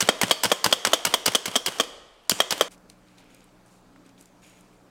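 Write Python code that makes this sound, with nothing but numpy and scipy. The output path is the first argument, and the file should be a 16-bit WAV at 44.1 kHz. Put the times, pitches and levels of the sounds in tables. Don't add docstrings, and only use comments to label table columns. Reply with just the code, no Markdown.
import sys
import numpy as np
from scipy import signal
from scipy.io import wavfile
from scipy.ndimage import uniform_filter1d

SR = 44100
rng = np.random.default_rng(int(sys.argv[2]) if len(sys.argv) > 2 else 0)


def attenuation_scalar(level_db):
    decades = np.asarray(level_db, float) / 20
    return 10 ** decades


def master(y):
    cut = np.clip(np.atleast_2d(y).T, -1, 1)
    pcm = np.round(cut * 32767)
    wavfile.write(sys.argv[1], SR, pcm.astype(np.int16))


N = 216387


def evened(x):
    return x / np.sqrt(np.mean(x ** 2) + 1e-20)


def peaked(x):
    return x / np.sqrt(uniform_filter1d(x ** 2, size=128).max() + 1e-20)


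def read(points, hz):
    f, value = np.transpose(points)
    return np.interp(np.log(hz + 1), np.log(f + 1), value)


def add(mix, s, sound):
    part = mix[max(round(s * SR), 0):][:len(sound)]
    part += sound[:len(part)]


def shaped(x, spectrum):
    hz = np.linspace(0, SR / 2, 513)
    return signal.oaconvolve(x, signal.firwin2(1023, hz, attenuation_scalar(read(spectrum, hz)), fs=SR), "same")


def ring(x, modes, spread_db=0, shift=0):
    out = np.zeros(len(x))
    for (hz, width, db), (level_luck, pitch_luck) in zip(modes, rng.standard_normal((len(modes), 2))):
        radius = np.exp(-np.pi * width / SR)
        angle = 2 * np.pi * hz * (1 + shift * pitch_luck) / SR
        poles = [1, -2 * radius * np.cos(angle), radius ** 2]
        gain = attenuation_scalar(db + spread_db * level_luck) * (1 - radius ** 2)
        out += gain * signal.lfilter([1, 0, -1], poles, x)
    return out


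def coloured(spectrum, patchy_db):
    hz = np.fft.rfftfreq(1024, 1 / SR)
    a, b, patches = rng.standard_normal((N // 256 + 5, 513, 3)).T
    patches = uniform_filter1d(patches, size=12, axis=0)
    patches = evened(uniform_filter1d(patches, size=14, axis=1))
    z = (a + 1j * b) * attenuation_scalar(read(spectrum, hz)[:, None] + patchy_db * patches)
    return evened(signal.istft(z, nperseg=1024, noverlap=768)[1][:N])


def gritty(grit_db):
    unevenness = evened(uniform_filter1d(rng.standard_normal(N), size=60))
    return evened(rng.standard_normal(N) * attenuation_scalar(grit_db * unevenness))


# f/Hz, bandwidth/Hz, level/dB
HOLLOW = [(302, 540, -4.5), (454, 270, 1), (645, 89, -3), (920, 240, -8)]
# f/Hz, bandwidth/Hz, level/dB
SHELL = [(1045, 120, 6.5), (1400, 530, 3.5), (1698, 310, -17), (2210, 300, 2), (1500, 7500, -8)]
# f/Hz, bandwidth/Hz, level/dB
CRACK = [(4550, 720, 3.5), (4900, 67, -9), (5500, 840, 1.5), (6500, 400, -1), (7860, 550, 0.5),
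         (9100, 1000, -11.5), (6000, 5000, -3.5), (12000, 7200, -0.5)]
SMALL_BODY = signal.butter(4, 190, "high", fs=SR, output="sos")


def clack(mix, s, shell_db, hollow_db, ring_db, crack_db, blades, rattle_s,
          blow=3., lead_s=0., bounce=0., crack=CRACK, cavity=HOLLOW):
    t = np.arange(2500) / SR - lead_s
    chatter = rng.standard_normal(2500) * np.exp(-(np.maximum(t, 0) / rattle_s) ** 2.3)
    early = chatter * np.minimum((t + lead_s) / (lead_s + 0.1 * rattle_s), 1)
    late = chatter * np.clip(t / (0.29 * rattle_s), 0, 1)
    hit = np.exp(-((t - .0002) / .00006) ** 2)
    second_hit = np.exp(-((t - .0018) / .00006) ** 2)
    push = -blow * (hit + bounce * second_hit)
    sound = attenuation_scalar(crack_db) * peaked(ring(early + push, crack, spread_db=5.5, shift=.015))
    sound += attenuation_scalar(ring_db) * peaked(ring(late + push, blades, spread_db=4.5, shift=0.0075))
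    sound += attenuation_scalar(shell_db) * peaked(ring(late + push, SHELL, spread_db=4.0, shift=.04))
    sound += attenuation_scalar(hollow_db) * peaked(ring(1.6 * late + push, cavity, spread_db=0.5, shift=.03))
    add(mix, s - lead_s, signal.sosfilt(SMALL_BODY, sound))


# f/Hz, bandwidth/Hz, level/dB
RING_UP = [(3000, 130, -8), (3214, 76, 0), (3292, 150, 1.5), (3443, 89, -2.5)]


def small_clack(mix, kind, s, db, hz, rattle_s=None):
    body_db, ring_db, usual_rattle_s = kind
    clack(mix, s, db + body_db, db + body_db - 1.5, db + ring_db, db, RING_UP, rattle_s or usual_rattle_s,
          blow=.4, crack=CRACK + [(hz, 170, 16)], cavity=HOLLOW[1:])


# t/s, body level/dB, steel level/dB, downward slide level/dB
SLAPS = [(.0062, -20, -13, -28.5), (.2146, -14.5, -12.5, -22), (.4357, -16, -12, -19),
         (.643, -16, -12.5, -19.5), (.8502, -12, -15, -22), (1.0513, -17, -10.5, -22.5),
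         (1.2617, -19, -10.5, -19), (1.4569, -23.5, -20.5, -31), (1.662, -23, -14, -23.5),
         (2.2963, -28.5, -17, -33.5), (2.508, -26.5, -14.5, -22)]
# f/Hz, bandwidth/Hz, level/dB
RING_DOWN = [(2945, 240, 5), (3170, 150, -0.5)]


def slaps(mix):
    for s, body_db, steel_db, _ in SLAPS:
        clack(mix, s, body_db, body_db - 10.5, steel_db - 12.5, steel_db, RING_DOWN, .005,
              blow=2.5, lead_s=.0018, cavity=HOLLOW[1:])


# t/s, body level/dB, steel level/dB, counter thud level/dB
LANDINGS = [(.0252, -21.5, -21.5, -25.5), (.2333, -17, -23.5, -21.5), (.4549, -19, -22, -24.5),
            (.662, -15, -17, -24.5), (.8712, -18.5, -26, -32), (1.0704, -38, -25, -30.5),
            (1.2797, -21.5, -20.5, -26), (1.48, -33.5, -28.5, -32.5), (1.682, -33, -26.5, -34.5),
            (2.3173, -21, -19.5, -28.5), (2.5242, -22.5, -19, -40)]
# f/Hz, bandwidth/Hz, level/dB
THUD = [(115, 28, 0.016), (178, 53, 0.00016)]


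def landings(mix):
    for s, body_db, steel_db, thud_db in LANDINGS:
        clack(mix, s, body_db, body_db - 0.052, steel_db, steel_db, RING_DOWN, 0.0022, blow=0.81)
        squash = np.diff(np.hanning(130))
        add(mix, s, attenuation_scalar(thud_db) * peaked(ring(np.pad(squash, (0, 6000)), THUD)))


# t/s, body level/dB, steel level/dB, rattle length/s, loudest cup mode f/Hz
RETURNS = [(0.0886, -9.5, -13.5, .0054, 600), (.31, -15, -12.5, .005, 590), (0.5164, -13, -16, .01, 600),
           (.726, -15, -12.5, .0044, 560), (0.9331, -13, -12.5, .009, 600), (1.1394, -16, -16, .0081, 660),
           (1.3491, -18.5, -15, .0081, 600), (1.556, -19, -17, .013, 630), (1.799, -15, -16, .0078, 310),
           (2.403, -12, -14, .0046, 430), (2.6098, -11.5, -14.5, .0056, 540)]


def spring_returns(mix):
    latch = (4.1, -3.4, 0.007)  # body/dB, blade ring/dB, rattle/s
    latch_lead_s, latch_db, latch_fade_db_per_s = .015, -21.5, -2
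    for s, body_db, steel_db, rattle_s, cup_hz in RETURNS:
        clack(mix, s, body_db, body_db + 2.2, steel_db + 2.6, steel_db, RING_UP, rattle_s,
              blow=4., bounce=1.1, cavity=HOLLOW + [(cup_hz, 240, 0)])
        click_db = steel_db + latch_db + latch_fade_db_per_s * s
        small_clack(mix, latch, s - latch_lead_s, click_db, 5500)


# t/s, crack level/dB, loudest blade mode f/Hz, rattle length/s
CHATTERS = [(.008, -22, 1650, 0.013), (.013, -23, 3000, .006), (.019, -18, 3900, .004),
            (.433, -19, 8000, 0.0064), (.443, -15.5, 5000, 0.0047), (.642, -14, 4900, 0.0058),
            (1.061, -27.5, 5000, .004), (1.258, -15.5, 4900, .0056), (1.46, -22, 10300, 0.0045),
            (1.67, -23, 3250, 0.0032), (2.296, -4.5, 7050, 0.0022), (2.31, -15.5, 9000, .005),
            (2.52, -22.5, 5000, .005)]
# t/s, crack level/dB, loudest blade mode f/Hz
REBOUNDS = [(.095, -24.5, 4500), (.315, -12.5, 4550), (.7282, -15.5, 6500), (.735, -23, 3200),
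            (1.1404, -14.5, 5500), (1.3537, -14, 6300), (1.562, -15.5, 5400), (1.808, -19, 4500),
            (2.419, -29, 7500), (2.621, -26, 4600)]
# t/s, crack level/dB, loudest blade mode f/Hz
CATCHES = [(.268, -38.5, 8000), (.281, -34, 9000), (.499, -35.5, 9500), (1.319, -32.5, 9000),
           (1.361, -37.5, 6246), (1.513, -40, 3000), (1.536, -44, 9000), (1.72, -40.5, 10530),
           (1.835, -37, 9000), (2.236, -62.5, 12730), (2.25, -63, 8000), (2.274, -60.5, 3500),
           (2.578, -35.5, 7000), (2.589, -42, 6500)]


def loose_knocks(mix):
    chatter, rebound, catch = (-15, -12.5, 0.0071), (-4.5, -2, .003), (0, -1.5, .005)  # body/dB, ring/dB, rattle/s
    for rows, kind in ((CHATTERS, chatter), (REBOUNDS, rebound), (CATCHES, catch)):
        for row in rows:
            small_clack(mix, kind, *row)


# f/Hz, spectral level/dB per Hz
SLIDE = [(88, -40.5), (150, -7), (745, -1), (2450, -5), (3100, -14.5), (3620, -8), (6140, -14.5),
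         (9080, -9.5), (13400, -14), (16000, -24)]


def sliding():
    rubbing, t = np.zeros(N), np.arange(N) / SR
    rise_db = -39
    for slap, landing, back in zip(SLAPS, LANDINGS, RETURNS):
        down = [slap[0], slap[0] + 0.009, landing[0] + 0.0044, landing[0] + 0.012]
        up = [landing[0], back[0] - .03, back[0]]
        rubbing += attenuation_scalar(slap[3]) * np.interp(t, down, [0.0058, 0.6, 0.96, 0])
        rubbing += attenuation_scalar(rise_db) * np.interp(t, up, [.7, 1, .7], 0, 0)
    slips = gritty(1.8)
    friction = evened(shaped(slips, SLIDE)) + 0.47 * evened(ring(slips, RING_DOWN + CRACK[1:2]))
    return rubbing * evened(friction)


def chopper():
    mix = np.zeros(N)
    slaps(mix)
    landings(mix)
    spring_returns(mix)
    loose_knocks(mix)
    return mix + sliding()


# f/Hz, level/dB, t60/s
SINGING = [(2966, -17, 2.0), (3500, -1.5, 0.16), (3478, -7, 0.17), (3670, -16, 0.4), (4174, -18, 0.41),
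           (4540, -21.5, 0.75)]
# t/s, level/dB, f/Hz, t60/s
PINGS = [
    (0.013, -25, 1580, 0.087),
    (.316, -33, 4510, 0.36),
    (1.262, -20.5, 4800, 0.076),
    (.645, -26, 4900, .04),
    (1.672, -17, 3150, 0.041),
    (1.81, -48.5, 3490, .8),
]


def singing():
    mix, t = np.zeros(N), np.arange(SR // 2) / SR
    under_clack_db = -27
    for back, luck in zip(RETURNS, rng.standard_normal((len(RETURNS), len(SINGING), 3))):
        tones = np.zeros(len(t))
        for (hz, db, t60), (level_luck, pitch_luck, phase_luck) in zip(SINGING, luck):
            phase = 2 * np.pi * hz * (1 + 0.0044 * pitch_luck) * t + 3 * phase_luck
            tones += attenuation_scalar(db + 4 * level_luck - 60 * t / t60) * np.sin(phase)
        add(mix, back[0], attenuation_scalar(back[2] + under_clack_db) * peaked(tones))
    for s, db, hz, t60 in PINGS:
        onset = np.minimum(t / .002, 1)
        add(mix, s, attenuation_scalar(db - 60 * t / t60) * onset * np.sin(2 * np.pi * hz * t))
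    return mix


# f/Hz, t60/s
KITCHEN = [(120, .5), (400, 0.92), (1040, 1), (2760, 0.82), (7280, .75), (14000, 0.38)]


def kitchen(count):
    taps = np.zeros((count, SR))
    slots = np.arange(200, SR - 16, 16)
    at = slots + rng.integers(0, 16, (count, len(slots)))
    np.put_along_axis(taps, at, rng.choice([-1., 1.], at.shape), 1)
    hz, t, z = signal.stft(taps, SR, nperseg=256)
    decay = attenuation_scalar(-60 * t / read(KITCHEN, hz)[:, None])
    decay = decay + 5.9 * attenuation_scalar(-60 * t / 0.054)
    tail = signal.istft(z * decay, SR, nperseg=256)[1]
    sides = np.array([chopper() for _ in range(count)])
    return signal.fftconvolve(sides, tail / np.linalg.norm(tail), axes=1)[:, :N].sum(0)


# start t/s, length/s, cup wall level/dB, wet fizz level/dB, spoon edge level/dB
SCRAPE = [(2.703, 0.058, -54, -46.5, -65), (2.885, .06, -66, -58, -62), (3.06, .2, -65, -69, -80),
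          (3.203, 0.33, -62, -81, -80), (3.171, 0.047, -56, -55, -75), (3.29, 0.22, -71, -66, -63),
          (3.653, 0.075, -80, -62.5, -75), (3.705, 0.11, -81, -60, -65), (4.045, .08, -62, -71, -77),
          (4.175, .12, -67.5, -57, -61), (4.417, 0.2, -56.5, -56.5, -52), (4.57, 0.26, -70.5, -66, -73)]
# f/Hz, bandwidth/Hz, level/dB
SCRAPE_WALL = [(1500, 660, -3.5), (2330, 810, 0), (3270, 2000, -6.5)]
# f/Hz, bandwidth/Hz, level/dB
SCRAPE_FIZZ = [(5000, 7400, 10), (9000, 5100, 11), (9900, 970, -27)]
# f/Hz, bandwidth/Hz, level/dB
SCRAPE_EDGE = [(6800, 460, 0)]


def spoon_drags():
    t = np.arange(N) / SR
    start, length, wall_db, fizz_db, edge_db = np.transpose(SCRAPE)[..., None]
    bite = np.clip((t - start) / 0.015, 0, 1)
    lift = np.clip((start + length - t) / (0.26 * length), 0, 1)
    drag = bite * lift * attenuation_scalar(-10 * np.clip((t - start) / length, 0, 1))
    stir_wall_db, stir_fizz_db = -72, -76
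    wall_level = attenuation_scalar(stir_wall_db) + (attenuation_scalar(wall_db) * drag).sum(0)
    fizz_level = attenuation_scalar(stir_fizz_db) + (attenuation_scalar(fizz_db) * drag).sum(0)
    edge_level = (attenuation_scalar(edge_db - 7.0) * drag).sum(0)
    mix = wall_level * evened(ring(ring(gritty(2.13), SCRAPE_WALL), SCRAPE_WALL))
    mix += fizz_level * evened(ring(gritty(2.6), SCRAPE_FIZZ))
    mix += edge_level * evened(ring(ring(gritty(5.2), SCRAPE_EDGE), SCRAPE_EDGE))
    return mix


# t/s, level/dB, f/Hz
TICKS = [(2.779, -55, 7000), (2.8992, -41, 3320), (2.8995, -40, 9000), (3.085, -54, 3330),
         (3.183, -48, 4010), (3.242, -57, 9800), (3.32, -64, 9900), (3.346, -45, 9900), (3.347, -52, 6000),
         (3.367, -58, 6500), (3.406, -55, 5500), (3.442, -47.5, 10000), (3.491, -60.5, 3200),
         (3.661, -52, 8500), (3.681, -59.5, 6700), (3.96, -50, 1500), (4.063, -53.5, 8000),
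         (4.092, -52, 5550), (4.179, -51.5, 3000), (4.21, -42.5, 8200), (4.211, -50, 12000),
         (4.225, -48, 8600), (4.257, -48.5, 6500), (4.256, -50.5, 10940), (4.39, -66, 5000),
         (4.466, -51, 10530), (4.497, -50, 9000), (4.59, -57, 10000), (4.609, -48, 10060)]


def spoon_ticks():
    mix, t = np.zeros(N), np.arange(800) / SR
    for s, db, hz in TICKS:
        snap = rng.standard_normal(800) * np.exp(-t / 0.0021)
        width = 0.64 * hz
        tick = ring(ring(snap, [(hz, width, 0)]), [(hz, 2 * width, 0)])
        add(mix, s, attenuation_scalar(db) * peaked(tick))
    return mix


# f/Hz, rms level/dB
HUM = [(120.4, -68), (181.0, -62), (202.5, -73), (242.4, -70.5), (301.8, -68), (386.3, -76), (570.9, -76),
       (856, -78)]
# f/Hz, bandwidth/Hz, level/dB
WHINE = [(4627, 20, 0), (3088, 20, 0)]
# middle t/s, length/s, level/dB
DRONE = [
    (2.72, 0.21, -61),
    (3.3, .3, -64.5),
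    (4.013, 0.58, -59.5),
    (4.849, .1, -65),
]


def hum():
    t = np.arange(N) / SR
    tones = np.zeros(N)
    for hz, db in HUM:
        steady = np.sqrt(2) * np.sin(2 * np.pi * hz * t + 6 * rng.random())
        wavering = evened(ring(rng.standard_normal(N), [(hz, 22, 0)]))
        tones += attenuation_scalar(db) * (0.95 * steady + 0.46 * wavering)
    tones += attenuation_scalar(-81) * evened(ring(rng.standard_normal(N), WHINE))
    swell = np.full(N, attenuation_scalar(-76))
    for s, length, db in DRONE:
        swell += attenuation_scalar(db) * np.exp(-(2 * (t - s) / length) ** 2)
    band = [(277.5, 58, 0)]
    return tones + swell * evened(ring(ring(rng.standard_normal(N), band), band))


# f/Hz, spectral level/dB per Hz
AIR = [(25, -6), (200, -5), (750, 0), (2000, -10.5), (3400, -8.5), (6000, -21.5), (10000, -25),
       (16000, -31)]


def counter_air():
    return attenuation_scalar(-57) * coloured(AIR, patchy_db=2.0)


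# f/Hz, spectral level/dB per Hz
STOVE = [(15, -38), (33, -2.5), (60, -12), (85, -28), (130, -14), (300, -5.5), (600, -5.5), (1330, -11),
         (2500, -22), (5000, -22.5), (10000, -25.5), (16000, -26.5)]


def stove_air():
    return attenuation_scalar(-57.5) * coloured(STOVE, patchy_db=1.5)


def house_rumble():
    mode = [(32, 8.3, 0)]
    return attenuation_scalar(-70) * evened(ring(ring(rng.standard_normal(N), mode), mode))


def scene():
    scene_change_s, kitchen_db = 2.6828, -11
    counter = chopper() + attenuation_scalar(kitchen_db) * kitchen(count=3) + singing() + counter_air()
    stove = stove_air() + hum() + spoon_drags() + spoon_ticks()
    heard = np.where(np.arange(N) < scene_change_s * SR, counter, stove)
    return (heard + house_rumble())[None]


# f/Hz, level/dB
MIC = [(20, 1), (8000, -3.5), (12000, -9.5), (15000, -9.5), (15900, -12), (16400, -27), (16850, -32.5),
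       (17000, -75), (22050, -80)]


def low_pass(x):
    return signal.sosfilt(signal.butter(12, 16820, fs=SR, output="sos"), x)


def record(dry):
    heard = shaped(dry[0], MIC)[None]
    finished = np.clip(heard, -1, 1)
    return low_pass(finished)


dry = scene()
out = record(dry)
master(out)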